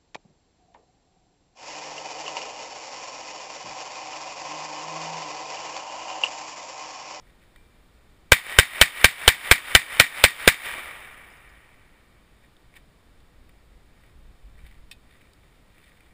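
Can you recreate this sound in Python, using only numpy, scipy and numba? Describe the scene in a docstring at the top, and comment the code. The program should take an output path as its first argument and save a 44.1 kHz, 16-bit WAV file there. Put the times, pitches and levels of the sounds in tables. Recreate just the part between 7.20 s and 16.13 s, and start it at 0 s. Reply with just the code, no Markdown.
"""A cloth brush and a click come first, then ten quick shots from a small pistol under a woodland range roof.
Each blast is ringing tones, roaring gas noise and a slow push; the roof and the forest echo it as fading noise.
It also overloads the microphone, whose gain drops and then recovers, so the forest echo swells back.
Spent cases then tinkle as damped tones; cloth rustles, steel clicks and the pistol knocks against the bench.
A steady hush and a light breeze of filtered noise last throughout, with one gust near the end."""
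import sys
import numpy as np
from scipy import signal
from scipy.fft import rfft, irfft, next_fast_len
from scipy.io import wavfile
from scipy.ndimage import uniform_filter1d
from numba import njit

SR = 44100
rng = np.random.default_rng(int(sys.argv[2]) if len(sys.argv) > 2 else 0)


def int16_out(signal):
    """Quantize to a 16-bit WAV file."""
    q = np.round(np.clip(np.atleast_2d(signal).T, -1, 1) * 32767)
    wavfile.write(sys.argv[1], SR, q.astype(np.int16))


N = 393813  # length in samples

# In every table, level_db is relative: later gains may be added to it.
# A t60_s is the time a sound takes to fade by 60 dB.

# pistol shots: start_s, push_level_db (strength of the slow push and suck of air)
SHOTS = [(1.1198, -1), (1.387, 0.5), (1.6136, -3), (1.8438, -5.5), (2.0783, -3), (2.3127, -4.5),
         (2.5504, -3), (2.7985, -10.5), (3.0393, -5.5), (3.2763, -6.5)]
SHOT_DB = -2.5  # every cartridge is equally strong
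# what a blast sets ringing around the microphone: pitch_hz, level_db, t60_s
BLAST_MODES = [(125, -13.5, .03), (140, -38.5, 0.18), (285, -43, 0.3), (524, -1, 0.02), (970, -6, .02),
               (1570, -1, 0.034), (1850, -13, 0.038), (1976, -11, 0.076), (2293, 2.5, 0.02),
               (2712, -3.5, .025), (3046, 1, 0.026), (3190, -5, 0.037), (3696, -8, 0.011),
               (4320, -6, 0.018), (5450, -18.5, .02), (7300, -16, .02), (8400, -14, 0.036),
               (8830, -9, 0.04), (9620, -9, 0.049), (10350, -19.5, .025), (14200, -17, 0.028),
               (15100, -21, .03), (15500, -14.5, 0.011)]
# colour of the hot gas at the muzzle: pitch_hz, level_db (per Hz)
GAS_COLOUR = [(60, -9.5), (250, -12.5), (370, -19), (460, -0.5), (570, 1), (690, -10), (1150, -9),
              (1530, 8), (1850, -6), (2300, 0.5), (2850, -9), (3050, 0.5), (4300, -10.5), (7000, -13.5),
              (10500, -24), (15000, -22)]
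# early returns from rafters, roof and posts: delay_s, level_db
RAFTER_RETURNS = [(.0098, 11), (.0161, -3.5), (.0222, -9), (.0432, -18.5), (0.0458, -19.5), (0.067, -21)]
# colour of the echo under the roof: pitch_hz, level_db (per Hz)
SHELTER_COLOUR = [(40, -11.5), (130, -7), (300, -17), (560, -17), (740, -8.5), (1400, -5.5), (1850, 7.5),
                  (2800, -2.5), (4400, -7.5), (7000, -8), (10500, -17.5), (15000, -18)]
# colour of the forest echo: pitch_hz, level_db (per Hz)
FOREST_COLOUR = [(40, -13), (200, -21), (400, -15), (1000, -8.5), (2000, -2), (3000, -6.5), (4100, -13),
                 (5300, -11.5), (7000, -17.5), (10000, -18), (15000, -22.5)]
# how long the forest echo lasts at each pitch: pitch_hz, t60_s
FOREST_T60 = [(150, 1.9), (500, 2.4), (1100, 1.9), (2200, 1.7), (4500, 0.97), (10000, 1.3), (15000, 1.3)]
# returns from the earth backstop: delay_s, level_db
BACKSTOP_RETURNS = [(.277, -37), (.305, -35)]
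# colour of those returns: pitch_hz, level_db (per Hz)
EARTH_COLOUR = [(60, -23.5), (300, 2.5), (700, 0), (2000, -6.5), (5000, -20), (15000, -28.5)]

# spent cases landing: start_s, level_db
CASE_LANDINGS = [(3.803, -60), (3.932, -62), (4.102, -58), (4.124, -59), (4.170, -58), (4.292, -61)]
# ring of a brass case: pitch_ratio (multiple of CASE_HZ), level_db, t60_s
CASE_MODES = [(1, -5, .07), (1.05, -11, .05), (1.35, -8, .08), (1.47, -11, .05)]
CASE_HZ, CASE_DETUNE = 5027, 0.019  # lowest ring; random pitch spread (share) at each landing

# clicks of the pistol being handled: start_s, level_db, pitch_hz, ring_level_db (metal ring)
CLICKS = [(.3597, -39.5, 1950, -26), (5.366, -54, 3680, -35), (5.555, -46, 1915, -37),
          (6.003, -52, 3590, -35), (6.292, -45, 2000, -38), (8.015, -47, 2600, -35),
          (8.133, -50, 5200, -40), (8.641, -48, 3600, -28), (8.806, -44, 2200, -29)]
CLICK_T60_S = 0.018  # the hand damps every click alike
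# thin metal ring after a click: pitch_hz, level_db, t60_s
METAL_MODES = [(2357, 3, 1.1), (8403, -7.5, .9), (9800, -14.5, 2.0), (14310, -16, 2.4)]

# the pistol knocking against the bench: start_s, level_db
BENCH_KNOCKS = [(7.7127, -38), (7.722, -52)]
CLACK_T60_S = 0.065  # the dry rattle of the contact
# ring of the pistol's steel: pitch_hz, level_db, t60_s
PISTOL_MODES = [(1730, -2, 0.055), (1870, -3, 0.063), (2530, 0, 0.1), (2646, -1.5, 0.066),
                (3200, -10, 0.047), (3720, -4, 0.055), (4620, -15, .05), (5460, -5, 0.035),
                (6800, -6, 0.053), (8370, 8, .04), (9400, -16, .07), (14500, -14, .07)]

# quick brushes of a sleeve: start_s (middle of the brush), level_db
BRUSHES = [(.088, -62.5), (.23, -64), (5.245, -64), (5.565, -52.5)]
# longer rustles as the body turns and reaches: start_s (middle of the rustle), level_db
RUSTLES = [(6.85, -66), (7.47, -60.5), (7.98, -61), (8.3, -67), (8.63, -59.5), (8.84, -66)]
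BRUSH_S, RUSTLE_S = 0.018, 0.075  # half lengths: standard deviations of the bell-shaped swells
# colour of the cloth noise: pitch_hz, level_db (per Hz)
CLOTH_COLOUR = [(200, -17), (1000, -9), (1900, 4.5), (4000, -10), (8000, -14.5), (15000, -20)]

# colour of the steady hush: pitch_hz, level_db (per Hz)
HUSH_COLOUR = [(30, 14), (130, 12.5), (250, 9), (500, 4.5), (1000, 0.5), (2000, -2.5), (3000, -7),
               (5000, -9.5), (7000, -12), (10000, -18.5), (12000, -13), (15000, -22)]
# colour of the breeze on the microphone: pitch_hz, level_db (per Hz)
RUMBLE_COLOUR = [(12, 0.5), (30, 0.5), (55, 1.5), (90, -11), (170, -23), (600, -49), (2000, -86.5)]
HUSH_DB, CALM_DB = -59.5, -59  # steady air of the woods; rumble of the breeze without the gust
GUST_S, GUST_DB = 7.5, 10.5  # peak time of the gust and how far it lifts the rumble
GUST_RISE_S, GUST_FALL_S = 0.99, 0.3  # it builds slowly and drops away

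# resonances and notches of the microphone's housing: pitch_hz, width_hz, level_db (boost or cut)
HOUSING = [(1200, 70, 4), (1884, 110, 6), (2310, 160, 7.5), (3080, 150, 4.5), (3640, 250, 9),
           (6020, 900, -16), (8400, 300, 9), (9800, 650, 13.5), (12000, 1500, -15), (13900, 450, 11),
           (14750, 700, 11)]
TOP_HZ = 15450  # the microphone passes almost nothing above this


def pistol(lock_time_s=0.0035):
    """Every shot is a hammer fall, a blast, and echoes from the shelter and the forest."""
    out = np.zeros(N)
    # one shared scatter per place keeps its echoes alike from shot to shot
    timbers = noise(SHELTER_COLOUR, SR // 2)
    trunks = noise(FOREST_COLOUR, SR * 2)
    for start_s, push_db in SHOTS:
        add(out, start_s - lock_time_s, hammer_fall())
        for sound in muzzle_blast(push_db), shelter_echo(timbers), forest_echo(trunks):
            add(out, start_s, amp(SHOT_DB) * sound)
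    return out


def muzzle_blast(push_db):
    """The shock rings the housing while hot gas roars; a slow suck and push of air follows."""
    t = seconds(SR // 2)
    shock = amp(9.0) * ring(BLAST_MODES, t, scatter_db=2.0, detune=0.0012)
    suck = amp(5.5) * np.exp(-((t - 0.0037) / 0.0032) ** 2)
    push = amp(-1) * np.exp(-((t - 0.009) / 0.0037) ** 2)
    return shock + amp(10.0) * gas_jet(t) + amp(push_db) * (push - suck)


def gas_jet(t):
    """Hot gas roars for a few milliseconds and stops abruptly: new turbulence, always the same colour."""
    flow = np.exp(-(t / 0.0068) ** 6)
    # keep only the random phases, so that the colour does not vary
    phases = np.angle(rfft(flow * rng.standard_normal(len(t))))
    turbulence = np.exp(1j * phases)
    roar = flow * irfft(turbulence * colour(GAS_COLOUR, len(t)), len(t))
    return unit(roar) * np.sqrt(np.mean(flow ** 2))


def hammer_fall():
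    """The hammer strikes the firing pin just before the bullet leaves: a short burst of noise."""
    t = seconds(SR // 32)
    strike = noise([(300, -14.0), (2000, -0.5), (5000, -10.0), (15000, -13.0)], len(t))
    return amp(-23.5 - 60 * t / 0.027) * strike


def shelter_echo(timbers):
    """Rough rafters return short smeared bursts within a dense echo, much the same for every shot."""
    t = seconds(len(timbers))
    scatter = unit(timbers + 0.68 * noise(SHELTER_COLOUR, len(t)))
    level = amp(-3.0 - 60 * t / 0.22) * (1 - np.exp(-(t / 0.0027) ** 2))
    for delay_s, level_db in RAFTER_RETURNS:
        add(level, delay_s, amp(level_db - 60 * t / 0.016))
    return scatter * level


def forest_echo(trunks, grain_db=2, valley_db=-27):
    """Countless trunks throw the shot back and the far valley lingers; the backstop adds dull slaps."""
    size = len(trunks)
    scatter = unit(trunks + 1.9 * noise(FOREST_COLOUR, size))
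    hz, lag_s, pieces = signal.stft(scatter, SR, nperseg=256)
    age = lag_s / along(FOREST_T60, hz)[:, None]  # time counted in t60s, pitch by pitch
    fade = amp(-60 * age ** 0.87) + amp(valley_db - 19 * age)
    echo = signal.istft(pieces * fade, SR, nperseg=256)[1][:size]
    build_up = 1 - np.exp(-seconds(size) / 0.054)
    echo = amp(-21.5) * echo * grain(size, 130, grain_db) * build_up
    t = seconds(SR // 8)
    for delay_s, level_db in BACKSTOP_RETURNS:
        add(echo, delay_s, amp(level_db - 60 * t / 0.07) * noise(EARTH_COLOUR, len(t)))
    return echo


def spent_cases():
    """Small brass cases ping as they land and bounce, each ping a few damped tones."""
    out, t = np.zeros(N), seconds(SR // 4)
    modes = [(CASE_HZ * ratio, level_db, t60_s) for ratio, level_db, t60_s in CASE_MODES]
    for start_s, level_db in CASE_LANDINGS:
        add(out, start_s, amp(level_db) * ring(modes, t, scatter_db=1.5, detune=CASE_DETUNE))
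    return out


def handling():
    """Steel parts click, softened by the hand, and each click leaves a thin ring."""
    out, t = np.zeros(N), seconds(SR)
    for start_s, level_db, pitch_hz, ring_db in CLICKS:
        click = knock(t, pitch_hz, CLICK_T60_S)
        metal = amp(ring_db) * ring(METAL_MODES, t, scatter_db=2)
        add(out, start_s, amp(level_db) * (click + metal))
    return out


def clack(steel_db=-7, contact_hz=3700):
    """Steel meets the bench: its ringing joins a brief dry rattle."""
    out, t = np.zeros(N), seconds(SR // 4)
    for start_s, level_db in BENCH_KNOCKS:
        steel = amp(steel_db) * ring(PISTOL_MODES, t, scatter_db=5.5, detune=0.004)
        add(out, start_s, amp(level_db) * (steel + knock(t, contact_hz, CLACK_T60_S)))
    return out


def clothes(grain_db=4.5):
    """Cloth slips in short grainy strokes of noise."""
    level = strokes(BRUSHES, BRUSH_S) + strokes(RUSTLES, RUSTLE_S)
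    cloth = noise(CLOTH_COLOUR, next_fast_len(N))[:N]
    return level * unit(grain(N, 160, grain_db) * cloth)


def strokes(rows, half_s):
    """Cloth strokes swell and fade alike: a bell-shaped level for each."""
    t = seconds(N)
    return sum(amp(level_db) * np.exp(-((t - middle_s) / half_s) ** 2 / 2) for middle_s, level_db in rows)


def outdoors(flutter_db=1.83):
    """A light breeze with one gust buffets the microphone over a steady hush."""
    size, since_s = next_fast_len(N), seconds(N) - GUST_S
    pace_s = np.where(since_s < 0, GUST_RISE_S, GUST_FALL_S)
    gust_db = GUST_DB * np.exp(-(since_s / pace_s) ** 2)
    flutter = flutter_db * unit(uniform_filter1d(rng.standard_normal(N), size=SR // 10))
    rumble = amp(CALM_DB + gust_db + flutter) * noise(RUMBLE_COLOUR, size)[:N]
    hush = amp(HUSH_DB) * noise(HUSH_COLOUR, size, housing_share=0.6)[:N]
    return rumble + hush


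def knock(t, hz, t60_s):
    """A short dry contact: fading noise centred on one pitch."""
    body = noise([(hz / 8, -26), (hz / 2, -14), (hz, 0), (hz * 1.85, -15), (hz * 5, -24)], len(t))
    return body * amp(-60 * t / t60_s) * (1 - np.exp(-t / 0.00083))


def ring(modes, t, scatter_db, detune=0):
    """A struck object sounds as damped sines, with slightly new strengths and any detune at each blow."""
    out = np.zeros(len(t))
    for k, (hz, level_db, t60_s) in enumerate(modes):
        level = amp(level_db + scatter_db * rng.normal() - 60 * t / t60_s)
        pitch_hz = hz * (1 + detune * rng.normal())
        out += (-1) ** k * level * np.sin(2 * np.pi * pitch_hz * t)  # signs alternate
    return out


def grain(size, smooth_samples, depth_db):
    """Roughness: a quick random wobble of the level."""
    return amp(depth_db * unit(uniform_filter1d(rng.standard_normal(size), size=smooth_samples)))


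def noise(spectrum, size, housing_share=1):
    """Random hiss given a colour and scaled to rms 1."""
    white = rfft(rng.standard_normal(size))
    return unit(irfft(white * colour(spectrum, size, housing_share), size))


def colour(spectrum, size, housing_share=1):
    """Gain at each frequency: a source's colour heard through the microphone housing."""
    hz = np.fft.rfftfreq(size, 1 / SR)
    bells = sum(db / (1 + (2 * (hz - centre) / width) ** 2) for centre, width, db in HOUSING)
    return amp(along(spectrum, hz) + housing_share * bells)


def along(points, hz):
    """Read (pitch, value) points at any pitch, on a log pitch axis."""
    f, v = np.transpose(points)
    return np.interp(np.log(hz + 1), np.log(f + 1), v)


def amp(db):
    """Turn decibels into a gain."""
    return 10 ** (np.asarray(db) / 20)


def unit(x):
    """Scale to rms 1."""
    return x / np.sqrt(np.mean(x ** 2) + 1e-20)


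def seconds(size):
    """Time in seconds of each of so many samples."""
    return np.arange(size) / SR


def add(track, start_s, sound):
    """Mix a sound into a track at a time, cutting it off at the track's end."""
    start = max(round(start_s * SR), 0)
    part = track[start:start + len(sound)]
    part += sound[:len(part)]


def scene():
    """All sources add up at the one microphone."""
    return (pistol() + spent_cases() + handling() + clack() + clothes() + outdoors())[None]


@njit
def gain_cut(excess_db, attack, hold, release):
    """Gain cut in dB: rises quickly on overload, waits, then lets go at a steady rate."""
    # attack: share of the gap closed per sample; hold: samples; release: dB per sample
    cut, now, wait = np.zeros(len(excess_db)), 0.0, 0.0
    for i in range(len(excess_db)):
        if excess_db[i] > now:
            now += (excess_db[i] - now) * attack
            wait = hold
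        elif wait > 0:
            wait -= 1
        else:
            now = max(now - release, 0.0)
        cut[i] = now
    return cut


def record(dry, threshold_db=-12, depth_db=14, attack_s=0.0035, hold_s=0.09,
           release_db_per_s=150, notch_db=7):
    """Gain control too slow for the blast, a clipping input stage, a treble notch and the band limit."""
    level_db = 20 * np.log10(np.abs(dry[0]) + 1e-9)
    excess_db = np.clip(level_db - threshold_db, 0, depth_db)
    cut_db = gain_cut(excess_db, 1 / (attack_s * SR), hold_s * SR, release_db_per_s / SR)
    x = dry * amp(-cut_db)
    x = x / (1 + np.abs(x / 0.93) ** 6) ** (1 / 6)  # rounded clipping towards 0.93
    size = next_fast_len(N + SR // 2)
    hz = np.fft.rfftfreq(size, 1 / SR)
    notch = amp(-notch_db * np.exp(-((hz - 12000) / 750) ** 2))
    passband = 1 / (1 + (hz / TOP_HZ) ** 120)
    return irfft(rfft(x, size) * notch * passband, size)[..., :N]


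dry = scene()
out = record(dry)
int16_out(out)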